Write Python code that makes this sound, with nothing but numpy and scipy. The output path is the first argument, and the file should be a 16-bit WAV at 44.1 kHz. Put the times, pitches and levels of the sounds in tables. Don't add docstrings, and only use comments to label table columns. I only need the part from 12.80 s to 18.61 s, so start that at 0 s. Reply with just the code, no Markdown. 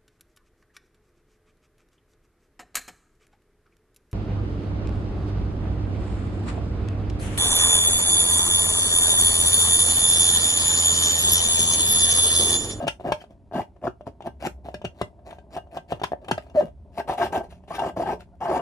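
import sys
import numpy as np
from scipy import signal
from scipy.fft import rfft, irfft, next_fast_len
from scipy.io import wavfile
from scipy.ndimage import uniform_filter1d, map_coordinates

SR = 44100
rng = np.random.default_rng(int(sys.argv[2]) if len(sys.argv) > 2 else 0)


def boost_factor(decibels):
    exponent = np.asarray(decibels, float) / 20
    return 10 ** exponent


def pcm_store(signal):
    levels = np.round(np.clip(np.atleast_2d(signal), -1, 1) * 32767)
    wavfile.write(sys.argv[1], SR, levels.astype(np.int16).T)


N = 256220

# start t/s, rise t/s, fall t/s, ring level/dB, rasp level/dB re ring
DRAGS = [(1.016, 0.0662, 0.02, -19, -32), (1.258, 0.012, 0.085, -27.5, -26.5),
         (1.44, 0.03, 0.042, -23.5, -23.5), (1.6, 0.0734, 0.0166, -24, -10.5),
         (2.145, 0.073, 0.0025, -37, -18), (2.705, 0.053, 0.005, -30, -13.5),
         (2.772, 0.0014, 0.026, -18.5, -23.5), (2.912, 0.06, 0.022, -30, -15),
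         (3.083, 0.038, 0.0035, -30, -10.5), (3.485, 0.0013, 0.033, -15.5, -26),
         (3.578, 0.0024, 0.022, -35.5, -8.5), (3.74, 0.021, 0.027, -21, -30.5),
         (4.877, 0.046, 0.02, -35, -13)]
SCRAPES = [(0.0, 0.037, 0.0014, -30, -20), (.24, 0.033, 0.036, -23.5, -29),
           (3.765, 0.042, 0.02, -29, -26.5), (.733, 0.045, 0.04, -27.5, -21),
           (4.174, 0.0091, 0.016, -26, -18.5), (1.033, 0.011, 0.017, -33.5, -23),
           (4.275, 0.016, 0.047, -25.5, -16.5), (4.376, 0.047, 0.042, -23.5, -16.5),
           (4.523, 0.025, 0.032, -20, -22), (4.6, 0.0031, 0.0061, -27, -40),
           (4.93, 0.022, 0.016, -32.5, -11), (4.985, 0.0083, 0.1, -25.5, -24.5),
           (5.162, 0.01, 0.034, -26, -25), (5.19, 0.037, 0.0054, -32, -15.5),
           (5.255, 0.035, 0.044, -24.5, -22.5), (5.605, 0.034, 0.03, -27, -23.5),
           (5.68, 0.05, 0.049, -24, -21.5)]
BRUSHES = [(.36, 0.062, 0.021, -45.5, -11.5), (.49, 0.018, 0.045, -46, -22.5),
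           (1.84, 0.013, 0.11, -35.5, -18.5), (2.45, 0.02, 0.13, -37, -16),
           (3.41, 0.0061, 0.39, -45, -28.5), (3.598, 0.011, 0.16, -59.5, -4.5),
           (4.12, 0.052, 0.0094, -43, -14), (4.8, 0.047, 0.022, -58, -15.5),
           (.195, 0.013, 0.15, -42.5, -20), (3.14, 0.02, 0.033, -35.5, -25),
           (3.86, 0.0091, 0.037, -37.5, -24.5), (4.63, 0.011, 0.032, -35.5, -21),
           (4.69, 0.018, 0.079, -49.5, -7), (5.39, 0.017, 0.034, -64, 9)]
# landing level/dB, end of fall level/dB, wall push level/dB re ring
DRAG_SHAPE = (-19, -58.5, -20)
SCRAPE_SHAPE = (-7, -2.5, -26)
BRUSH_SHAPE = (-19, -20.5, -33)
# start t/s, end t/s
DRY_SKIN = [
    (1.84, 1.93),
    (2.45, 2.6),
    (2.7, 2.77),
    (3.08, 3.12),
    (1.4, 1.46),
    (1.59, 1.65),
    (2.92, 2.97),
    (4.27, 4.35),
]
# t/s, level/dB
SQUEEZE = [(0.0, 6), (.5, 4.5), (1.5, 5.5), (2.1, -10), (2.6, -18), (3.5, 1), (3.8, -9), (4.2, -25),
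           (4.32, -30), (4.5, -17), (4.95, -26), (5.05, -10), (5.2, 11), (5.35, 4.5), (5.62, -22),
           (5.72, 3)]
# t/s, ring peak level/dB, f/Hz, wall boom level/dB re ring
JERKS = [(0.003, -20, 604, -17), (0.014, -18.5, 703, -14), (0.026, -23, 550, 3), (0.039, -17, 616, -7),
         (0.046, -23, 610, 4.5), (0.25, -22.5, 710, 2.5), (0.255, -44, 680, -25),
         (0.261, -16.5, 670, -18.5), (0.27, -17, 620, -32.5), (0.276, -25.5, 620, -19),
         (0.282, -15.5, 624, -14.5), (0.288, -25, 630, 6), (0.295, -18, 630, -18), (0.305, -30, 715, -21),
         (0.31, -25, 747, -18.5), (0.736, -20, 680, -10.5), (0.742, -20, 653, -31), (0.752, -18.5, 667, 1),
         (0.757, -18.5, 825, 4), (0.768, -18, 695, -12), (0.779, -15.5, 618, -7.5), (0.784, -23, 640, 6),
         (0.795, -11.5, 758, -15), (0.805, -17.5, 846, -28.5), (3.512, -12.5, 830, -4.5),
         (1.039, -19, 614, -5.5), (1.054, -24, 570, -4), (1.068, -14, 650, -26), (1.077, -21, 697, -18),
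         (1.46, -18.5, 633, -39), (1.474, -17.5, 725, -10), (1.489, -39, 795, -22), (1.625, -22, 623, -16),
         (1.639, -23.5, 743, 0.5), (1.652, -15, 765, -18), (1.66, -19, 788, -4), (1.67, -31, 474, -27),
         (2.766, -18.5, 699, -15), (2.774, -17, 686, -24.5), (2.783, -21.5, 707, -28),
         (2.971, -18, 707, -12.5), (3.124, -16, 625, -4), (2.984, -24, 670, -13), (3.579, -15, 632, -20),
         (3.808, -11, 702, -21), (3.819, -22.5, 640, -18), (3.825, -22.5, 560, -11), (3.83, -29, 480, -11),
         (4.992, -23.5, 783, -20), (5.045, -16, 705, -26), (5.771, -16.5, 750, -11)]
# t/s, ring peak level/dB, f/Hz, swell t/s
CATCHES = [(4.176, -21, 724, 0.0046), (4.199, -34, 654.7, 0.0051), (4.2, -21, 701.3, 0.004),
           (4.279, -24.5, 620.2, 0.0051), (4.296, -18, 785.2, 0.0044), (4.304, -33.5, 765.3, 0.0035),
           (4.323, -22.5, 730, 0.0038), (4.348, -28, 713.4, 0.0042), (4.381, -19, 726.6, 0.0032),
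           (4.398, -15.5, 672.6, 0.0051), (4.412, -11, 684, 0.0045), (4.428, -11.5, 705.8, 0.0036),
           (4.435, -27, 729.5, 0.0037), (4.453, -23, 679, 0.0075), (4.53, -20.5, 862.5, 0.0032),
           (4.541, -18.5, 600.5, 0.0083), (4.561, -18, 788.3, 0.0049), (4.567, -18, 685, 0.0059),
           (4.607, -25.5, 692.5, 0.0035), (4.906, -22.5, 663.8, 0.0044), (4.941, -30.5, 763.4, 0.0052),
           (4.983, -18, 756, 0.0054), (5.001, -18.5, 835.3, 0.0014), (5.008, -22, 722.7, 0.0034),
           (5.021, -18, 713.4, 0.0026), (5.026, -26, 633, 0.0018), (5.035, -16.5, 701.7, 0.003),
           (5.063, -22.5, 630.1, 0.0058), (5.095, -23.5, 728.6, 0.0026), (5.165, -23.5, 671.5, 0.0039),
           (5.198, -20, 699, 0.0035), (5.221, -17.5, 629, 0.0035), (5.231, -20.5, 763.7, 0.0035),
           (5.259, -23, 812.6, 0.0056), (5.268, -23.5, 751.7, 0.0062), (5.288, -19.5, 882, 0.0071),
           (5.317, -20.5, 754, 0.0045), (5.61, -23, 777, 0.0087), (5.621, -26, 711, 0.0064),
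           (5.652, -18, 694.6, 0.0066), (5.669, -21, 690, 0.0047), (5.685, -22, 628, 0.0063),
           (5.694, -18, 725, 0.0044), (5.711, -16, 598, 0.0038), (5.722, -18, 648, 0.0053),
           (5.74, -15.5, 758, 0.0049), (5.757, -17, 741, 0.0056), (5.766, -19, 726, 0.0043),
           (5.79, -20, 695, 0.0063)]
# t/s, ring peak level/dB, thud level/dB re ring, peel hiss level/dB re ring
POPS = [(0.069, -20.5, 5, -11), (0.078, -19.5, -29.5, 2.5), (0.25, -41.5, 8, -14.5), (0.32, -14, -3, -5),
        (1.268, -25.5, -7, -36), (1.421, -41, 14, -7.5), (1.942, -29, 13, -3.5), (2.016, -32, -18.5, -15),
        (2.043, -30, 23, -14), (2.048, -19, -17.5, -8.5), (2.214, -13.5, 5.5, -13.5),
        (2.765, -21, -10, -21), (2.971, -28.5, -15.5, -9), (3.122, -10, -1, -24.5), (3.216, -14, -8, -27),
        (3.235, -15, -2.5, -4.5), (3.319, -21.5, -0.5, -23), (3.445, -35.5, 2, -10), (3.483, -25.5, -9, -6),
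        (3.512, -13.5, 5, -4), (3.579, -29, -9, -9.5), (4.296, -14.5, -30, -22.5),
        (4.992, -32.5, -18, -0.5)]
# t/s, ring peak level/dB, peel hiss level/dB re ring
TICKS = [(0.198, -35, -22), (.44, -38, -13.5), (2.528, -32, -16), (4.725, -48, -4), (4.838, -40, -30),
         (0.209, -31, -43), (0.713, -31.5, -32), (0.723, -27, -29), (4.881, -33, -18), (3.241, -32.5, 6),
         (0.963, -41, -20.5), (1.209, -31.5, -24.5), (1.406, -34.5, -18), (1.451, -39, -24),
         (1.853, -37, -34), (1.886, -33, -15), (2.391, -43, -25), (2.507, -33.5, -7.5), (2.585, -32.5, -20),
         (2.871, -47, -18.5), (3.197, -30.5, -15), (3.333, -25, -41), (3.667, -39, -19), (3.697, -46, -8.5),
         (4.904, -52, -34)]
# t/s, level/dB, f/Hz
SQUEAK = [
    (3.757, -34, 640),
    (3.766, -19, 680),
    (3.771, -24, 630),
    (3.775, -11.5, 600),
    (3.788, -9.6, 598),
    (3.797, -9.8, 596),
    (3.803, -17, 590),
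    (3.808, -34, 585),
]
# start t/s, length t/s, peak level/dB, first f/Hz, last
# f/Hz
CHIRPS = [(.402, .016, -48, 3050, 3200), (3.234, 0.013, -18.5, 1050, 996), (3.234, 0.013, -29, 1350, 1160),
          (4.9, .07, -38, 1000, 1340), (4.988, .06, -31, 960, 800), (4.95, .085, -42, 1610, 1580),
          (5.68, .125, -27, 370, 450), (1.07, .014, -30, 1280, 1270), (4.195, .02, -36, 1560, 1620),
          (5.318, 0.04, -30.5, 410, 430), (3.806, 0.035, -27, 680, 530), (3.748, .022, -33, 230, 420),
          (3.802, .055, -28, 400, 160), (3.818, .024, -29, 450, 370), (5.52, .035, -50, 725, 680),
          (5.2, 0.049, -30, 450, 190), (4.39, 0.06, -27, 430, 340), (5.715, .07, -27, 800, 950),
          (5.04, .07, -32, 430, 330), (4.535, .05, -28, 420, 380)]
# t/s, level/dB
CREAK = [(0.0, -53), (0.14, -70.5), (0.47, -74), (3.68, -66), (3.91, -76), (4.2, -65), (4.55, -41),
         (4.68, -64.5), (4.95, -77), (5.3, -51), (5.6, -81)]
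# f/Hz, width f/Hz, level/dB
AIR_MODES = [(411, 24, 8), (606.4, 15, 8), (686.6, 78, 15.5), (814, 38, -3), (899, 80, 7.5), (1065, 200, 1),
             (1255, 29, -7), (1694, 130, -15), (1576, 26, -4), (2853, 24, -11.5), (3150, 43, -20)]
# t/s, f/Hz
AIR_PITCH = [(0.0, 667), (0.44, 709), (0.53, 670), (0.89, 780), (0.97, 602), (1.73, 793), (2.02, 682),
             (2.56, 724), (3.12, 693), (3.23, 775), (3.37, 588), (3.5, 800), (3.67, 658), (4.0, 636),
             (4.2, 803), (4.98, 766), (5.18, 662), (5.34, 834)]
# f/Hz, width f/Hz, level/dB
WALL_MODES = [(128, 25, 7.5), (191, 11, -8.5), (270, 48, -5.5), (354, 78, 18.5)]
# f/Hz, width f/Hz, level/dB
SKIN_MODES = [(1020, 200, 17), (1266, 29, 6), (1611, 45, 12), (2021, 32, 9.5), (2194, 50, -4),
              (2810, 38, 10.5), (3150, 34, 10.5), (3380, 990, 16), (3643, 19, 1), (4430, 40, 0.5),
              (4940, 24, -13), (5320, 22, -6), (5670, 22, -9), (6140, 980, 2)]
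# f/Hz, level/dB
RASP = [(700, -68), (1300, 5.5), (2500, 3.5), (4500, -4.5), (7000, -8), (10000, -13), (15000, -20)]
# f/Hz, level/dB per Hz
RUMBLE = [(15, -41), (25, -3), (74, 7.5), (96, -15), (124, -1.5), (145, -24.5), (161, -11.5), (183, -8.5),
          (291, -13), (500, -33.5), (665, -52), (1200, -41), (12000, -62), (15600, -106), (22000, -120)]
# t/s, level/dB
RUMBLE_SWELL = [
    (0.0, -53),
    (0.69, -55),
    (1.07, -53.5),
    (1.25, -58),
    (1.67, -50.5),
    (2.72, -55.5),
    (3.749, -50.5),
    (5.149, -50.5),
    (5.52, -52),
    (5.81, -62),
]
# start t/s, end t/s, f/Hz, width f/Hz, level/dB
HUMS = [
    (1.45, 2.145, 65.2, 5.8, -46),
    (4.498, 5.753, 181.6, 11.6, -55),
]
# f/Hz, t60 t/s
ROOM = [(150, 0.12), (700, 0.18), (3000, 0.12), (10000, 0.18)]
# f/Hz, level/dB re direct
ROOM_COLOUR = [(100, -10), (700, -12), (2500, -4.5), (8000, -6.5), (15000, -10.5)]
# f/Hz, phase/rad
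PORT_LEAD = [(0, 0), (1380, 1.1), (1640, -0.5), (1890, 1.5), (2500, 1.4), (5000, 5.9), (7580, 4.6),
             (10500, -0.6), (11300, -3.0), (12700, -3.2), (13300, -6.3), (14500, -6.4), (15500, -9.9),
             (16000, -7.7)]
# f/Hz, left minus right level/dB
PORT_BALANCE = [(60, -4), (150, 2), (380, 1), (650, 0), (1100, 5), (2380, 5.5), (4200, 8), (7000, -3.5),
                (15000, 1.5)]
# t/s, extra path to the right port/samples
HAND_SIDE = [(0, 2.0), (.5, 1.5), (.7, -1.8), (1.3, -1.0), (1.6, 1.0), (2.3, 2.0), (2.7, .2), (3.1, 2.0),
             (3.9, 2.0), (4.1, -1.0), (5.81, -1.0)]
# f/Hz, level/dB
MICROPHONE = [(6500, -2), (7800, 0), (8600, -1.5), (9300, 4), (10500, -2), (11500, 0.5), (12200, -9),
              (13000, 1), (14500, 2.5), (15400, -6.5), (15900, -20.5), (17000, -46.5)]

PATCH_DB = 2.5
AIR_WIDTH_HZ = 75.0
LEAD_S = 0.001


def strokes():
    t = np.arange(N) / SR
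    ring_gain, wall_gain, rasp_gain = pressure()
    several = t > 4.1
    dry = sum((t > start) & (t < end) for start, end in DRY_SKIN) > 0
    slips_per_s = np.where(several, 215., np.where(dry, 155., 130.))
    knocks = slips(slips_per_s, uneven=np.where(dry, .1, .3), spread_db=2.5)

    flare = through(knocks, np.exp(-np.arange(600) / SR / 0.0017))
    hiss = rng.standard_normal(N) * (1.38 + flare / flare.mean())
    ticks = np.where(dry, .5, .08) * knocks
    rasp = rasp_gain * (ticks + np.where(dry, .3, .55) * hiss)

    rub = 0.22 * soften(knocks, .0009) + np.where(several, .22, .2) * hiss
    drag = soften(ring_gain * rub, 0.00046)
    air = 0.69 * wandering(drag, AIR_MODES, wander_db=PATCH_DB)
    air += 10.2 * resonate(drag, curve(AIR_PITCH), AIR_WIDTH_HZ)
    skin = patchy(through(rasp, tick(RASP)), patch_db=PATCH_DB)
    skin += 0.12 * wandering(rasp, SKIN_MODES, wander_db=PATCH_DB)
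    wall = wandering(soften(wall_gain * knocks, 0.0018), WALL_MODES, wander_db=-1.5)
    return air + skin + wall


def pressure():
    touch_s, touch_db = 0.0064, -24.5
    lift_s, lift_db = 0.024, -19
    rise_bend = 0.93
    push_grows = 0.61
    follows = [1, 1, 1]
    gains = np.zeros((3, N))
    kinds = ((DRAGS, DRAG_SHAPE), (SCRAPES, SCRAPE_SHAPE), (BRUSHES, BRUSH_SHAPE))
    for rows, (land_db, end_db, push_db) in kinds:
        for start, rise, fall, db, rasp_db in rows:
            t = np.arange(-min(start, touch_s), rise + fall + lift_s, 1 / SR)
            swing_db = land_db * np.clip(1 - t / rise, 0, 1) ** rise_bend
            swing_db += end_db * np.clip((t - rise) / fall, 0, 1)
            edge_db = lift_db * np.clip((t - rise - fall) / lift_s, 0, 1)
            edge_db += touch_db * np.sqrt(np.clip(-t / touch_s, 0, 1))
            top_db = [[db], [push_db + push_grows * db], [db + rasp_db]]
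            layers = boost_factor(edge_db + np.outer(follows, swing_db) + top_db)
            part = gains[:, round((start + t[0]) * SR):][:, :len(t)]
            part[:] = np.maximum(part, layers[:, :part.shape[1]])
    return gains * [np.ones(N), boost_factor(curve(SQUEEZE)), np.ones(N)]


def slips(per_s, uneven, spread_db):
    drift = evened(uniform_filter1d(rng.standard_normal(N), size=200))
    pace = per_s * np.exp(uneven * drift)
    at = np.diff(np.floor(np.cumsum(pace) / SR), prepend=0) > 0
    return at * boost_factor(spread_db * rng.standard_normal(N)) * np.sqrt(SR / per_s)


def jerks():
    swell_s, sag = 0.0024, 0.06
    out, t = np.zeros(N + 3000), np.arange(2600) / SR
    boom_hz = 110. + 336.0 * np.exp(-t / .007)
    boom = sweep(boom_hz) * np.exp(-t / 0.013) * np.minimum(t / 0.0022, 1)
    u = t / swell_s
    for s, db, hz, boom_db in JERKS:
        tone = u * np.exp(1 - u) * sweep(hz * (1 + sag * np.exp(-u / 2)))
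        start = round(max(s - LEAD_S, 0) * SR)
        out[start:][:len(t)] += boost_factor(db - 3.5) * (tone + boost_factor(boom_db) * boom)
    out = out[:N]
    rattle = wandering(abs(out) * rng.standard_normal(N), AIR_MODES[5:], wander_db=PATCH_DB)
    return out + boost_factor(-16.0) * rattle


def catches():
    power, t = np.zeros(N + 3000), np.arange(2600) / SR
    for s, db, _, swell in CATCHES:
        u = t / max(swell, 1e-3)
        power[round((s - LEAD_S) * SR):][:len(t)] += boost_factor(2 * db) * (u * np.exp(1 - u)) ** 2
    level = boost_factor(-1.5) * np.sqrt(power[:N])

    s, _, hz, swell = np.transpose(CATCHES)
    waver = 1 + .02 * evened(uniform_filter1d(rng.standard_normal(N), size=120))
    tone = sweep(np.interp(np.arange(N) / SR, s + swell, hz) * waver)
    rough = soften(level * rng.standard_normal(N), 0.00032)
    halo = wandering(rough, AIR_MODES[4:], wander_db=PATCH_DB)
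    return level * tone + boost_factor(-9.5) * halo


def pops():
    tick_thud_db, rebound_s, rebound_db = -14, .0068, -13.5
    knock, thud, peel = np.zeros((3, N))
    small = [(s, db, tick_thud_db, peel_db) for s, db, peel_db in TICKS]
    for s, db, thud_db, peel_db in POPS + small:
        at = round(s * SR)
        knock[at] += boost_factor(db)
        knock[at + round(rebound_s * SR)] += boost_factor(db + rebound_db)
        thud[at] += boost_factor(db + thud_db)
        peel[at] += boost_factor(db + peel_db)

    knock = soften(knock, 0.00051)
    air = boost_factor(11.0) * wandering(knock, AIR_MODES, wander_db=8.5)
    air += boost_factor(36.0) * resonate(knock, curve(AIR_PITCH), AIR_WIDTH_HZ)

    t = np.arange(3000) / SR
    rise = 1 - np.exp(-t / .004)
    burst = rise * (np.exp(-(t / 0.0057) ** 2) + 0.65 * np.exp(-t / 0.0017))
    grain = rng.standard_normal(N) * boost_factor(5.5 * rng.standard_normal(N))
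    snap = boost_factor(5) * peel
    bright = snap + boost_factor(-1.0) * through(through(peel, burst) * grain, [.6, .4])
    skin = patchy(through(bright, tick(RASP)), patch_db=PATCH_DB)
    skin += 1.145 * wandering(bright, SKIN_MODES, wander_db=PATCH_DB)

    boing = sweep(95. + 406.0 * np.exp(-t / .007)) * np.exp(-t / 0.018)
    wall = boost_factor(9.5) * through(soften(thud, 0.0025), ring(WALL_MODES))
    wall += boost_factor(-15.0) * through(thud, boing)
    return air + wall + skin


def squeak():
    s, db, hz = np.transpose(SQUEAK)
    t = np.arange(N) / SR
    turn = 2 * np.pi * np.cumsum(np.interp(t, s, hz)) / SR
    level = np.interp(t, s, boost_factor(db), left=0, right=0) * np.sqrt(2)
    return level * (np.sin(turn) + boost_factor(-41.5) * np.sin(2 * turn) + boost_factor(-38.0) * np.sin(3 * turn))


def squeak_rasp():
    s, db, _ = np.transpose(SQUEAK)
    level = np.interp(np.arange(N) / SR, s, boost_factor(.5 * db - 42.5), left=0, right=0)
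    return patchy(through(level * rng.standard_normal(N), tick(RASP)), patch_db=PATCH_DB)


def chirps():
    overtone_db = -22.5
    out = np.zeros(N)
    for start, length, db, first_hz, last_hz in CHIRPS:
        u = np.arange(0, 1, 1 / (length * SR))
        noise = rng.standard_normal(8000)[:len(u)]
        hz = first_hz + (last_hz - first_hz) * u
        tone = evened(resonate(resonate(noise, hz, 115.), hz, 115.))
        tone += boost_factor(overtone_db) * evened(resonate(noise, 2 * hz, 80.))
        shape_db = np.interp(u, [0, .4, 1], [-6, 0, -10])
        out[round(start * SR):][:len(u)] += tone * boost_factor(db + shape_db)
    return out


def creaks():
    at = rng.random(N) < 260. / SR
    size_db = 0.43 * np.minimum(rng.exponential(1, N), 4)
    knocks = at * boost_factor(size_db) * rng.choice([-1, 1], N)
    level = boost_factor(np.minimum(curve(CREAK), -54))
    return level * through(evened(soften(knocks, .001)), ring(AIR_MODES[:5]))


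def rumble():
    frames, hz = N // 512 + 5, np.fft.rfftfreq(2048, 1 / SR)
    a, b, c, d, patches = rng.standard_normal((frames, 1025, 5)).T
    patches = uniform_filter1d(uniform_filter1d(patches, size=6, axis=0), size=12, axis=1)
    common, apart = a + 1j * b, .22 * (c + 1j * d)
    z = np.array([common + apart, common - apart])
    swell_db = np.interp((np.arange(frames) - 2) * 512 / SR, *np.transpose(RUMBLE_SWELL))
    deep = 1 / (1 + (hz / 140.) ** 2)
    swing_db = np.outer(deep, swell_db - swell_db.mean())
    z *= boost_factor(read(RUMBLE, hz)[:, None] + 1.0 * evened(patches) + swing_db)
    return boost_factor(-45.5) * evened(signal.istft(z, nperseg=2048, noverlap=1536)[1][:, :N])


def hums():
    t, out = np.arange(N) / SR, np.zeros(N)
    for start, end, hz, width, db in HUMS:
        pitch = np.full(N, hz)
        drone = evened(resonate(resonate(rng.standard_normal(N), pitch, width), pitch, width))
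        fade = np.clip(np.minimum(t - start, end - t) / 0.14, 0, 1)
        out += boost_factor(db) * fade * drone
    return out


def ports(x):
    s, extra = np.transpose(HAND_SIDE)
    late = map_coordinates(x, [np.arange(N) - np.interp(np.arange(N) / SR, s, extra)], order=5)
    size = next_fast_len(N + 2048)
    hz = np.fft.rfftfreq(size, 1 / SR)
    lead_hz, lead = np.transpose(PORT_LEAD)
    half = boost_factor(read(PORT_BALANCE, hz) / 2) * np.exp(.5j * np.interp(hz, lead_hz, lead))
    near, far = rfft([x, late], size)
    shaded = 1 / (1 + (hz / 5500) ** 6)
    return irfft([near * half, (shaded * far + (1 - shaded) * near) / half], size)[:, :N]


def room(x):
    taps = np.zeros((2, SR // 2))
    slots = np.arange(120, SR // 2 - 40, 20)
    at = slots + rng.integers(0, 20, (2, len(slots)))
    np.put_along_axis(taps, at, rng.choice([-1., 1.], at.shape), 1)
    hz, t, z = signal.stft(taps, SR, nperseg=256)
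    z = z * boost_factor(-60 * t / read(ROOM, hz)[:, None])
    colour = boost_factor(read(ROOM_COLOUR, hz))[:, None]
    z = z * colour / np.linalg.norm(z[0], axis=1)[:, None]
    tail = signal.istft(z, SR, nperseg=256)[1]
    flat = signal.istft(z / colour, SR, nperseg=256)[1]
    return signal.fftconvolve(x[None], tail / np.linalg.norm(flat[0]), axes=1)[:, :N]


def evened(x):
    return x / np.sqrt(np.mean(x ** 2) + 1e-20)


def curve(rows):
    return np.interp(np.arange(N) / SR, *np.transpose(rows))


def read(points, hz):
    f, value = np.transpose(points)
    return np.interp(np.log(hz + 1), np.log(f + 1), value)


def through(x, h):
    return signal.oaconvolve(x, h)[:N]


def sweep(hz):
    return np.sin(2 * np.pi * np.cumsum(hz) / SR)


def soften(x, seconds):
    push = np.hanning(max(round(seconds * SR), 3) + 2)
    return through(x, push / push.sum())


def tick(colour):
    hz = abs(np.fft.fftfreq(2048, 1 / SR))
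    log_gain = np.log(boost_factor(np.maximum(read(colour, hz), -100)))
    h = np.fft.ifft(np.exp(np.conj(signal.hilbert(log_gain)))).real[:1024]
    return h / np.linalg.norm(h)


def ring(modes):
    t, h = np.arange(4096) / SR, np.zeros(4096)
    for hz, width, db in modes:
        decay = np.exp(-np.pi * width * t)
        h += boost_factor(db) * np.sqrt(width) * decay * np.sin(2 * np.pi * hz * t)
    return h / np.linalg.norm(h)


def resonate(x, hz, width):
    turn = np.exp(2j * np.pi * np.cumsum(hz) / SR)
    r = np.exp(-np.pi * width / SR)
    return 2 * (turn * signal.lfilter([1 - r], [1, -r], x / turn)).imag


def wandering(x, modes, wander_db):
    drift = uniform_filter1d(rng.standard_normal((N // 256 + 2, len(modes))), size=9, axis=0)
    share = boost_factor(wander_db * evened(drift))
    energy = sum(boost_factor(2 * db) for _, _, db in modes)
    at, out = np.arange(N) / 256, np.zeros(N)
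    for k, mode in enumerate(modes):
        drive = x * np.interp(at, np.arange(len(share)), share[:, k])
        out += through(drive, ring([mode])) * boost_factor(mode[2])
    return out / np.sqrt(energy)


def patchy(x, patch_db):
    z = signal.stft(x, nperseg=256, noverlap=192)[2]
    field = uniform_filter1d(rng.standard_normal(z.T.shape), size=22, axis=0)
    field = evened(uniform_filter1d(field, size=5, axis=1))
    return signal.istft(z * boost_factor(patch_db * field.T), nperseg=256, noverlap=192)[1][:N]


def scene():
    balloon = strokes() + jerks() + catches() + pops()
    balloon += squeak() + squeak_rasp() + chirps() + creaks()
    return ports(balloon) + room(balloon) + rumble() + hums()


def roll_off(x):
    return signal.sosfilt(signal.butter(12, 16460, fs=SR, output="sos"), x)


def record(dry):
    low_cut = signal.butter(4, 58, "high", fs=SR, output="sos")
    cut = signal.sosfilt(low_cut, dry)
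    hz = np.linspace(0, SR / 2, 513)
    colour = signal.firwin2(257, hz, boost_factor(read(MICROPHONE, hz)), fs=SR)
    mix = signal.oaconvolve(cut, colour[None], "same", axes=1)
    return roll_off(mix)


dry = scene()
out = record(dry)
pcm_store(out)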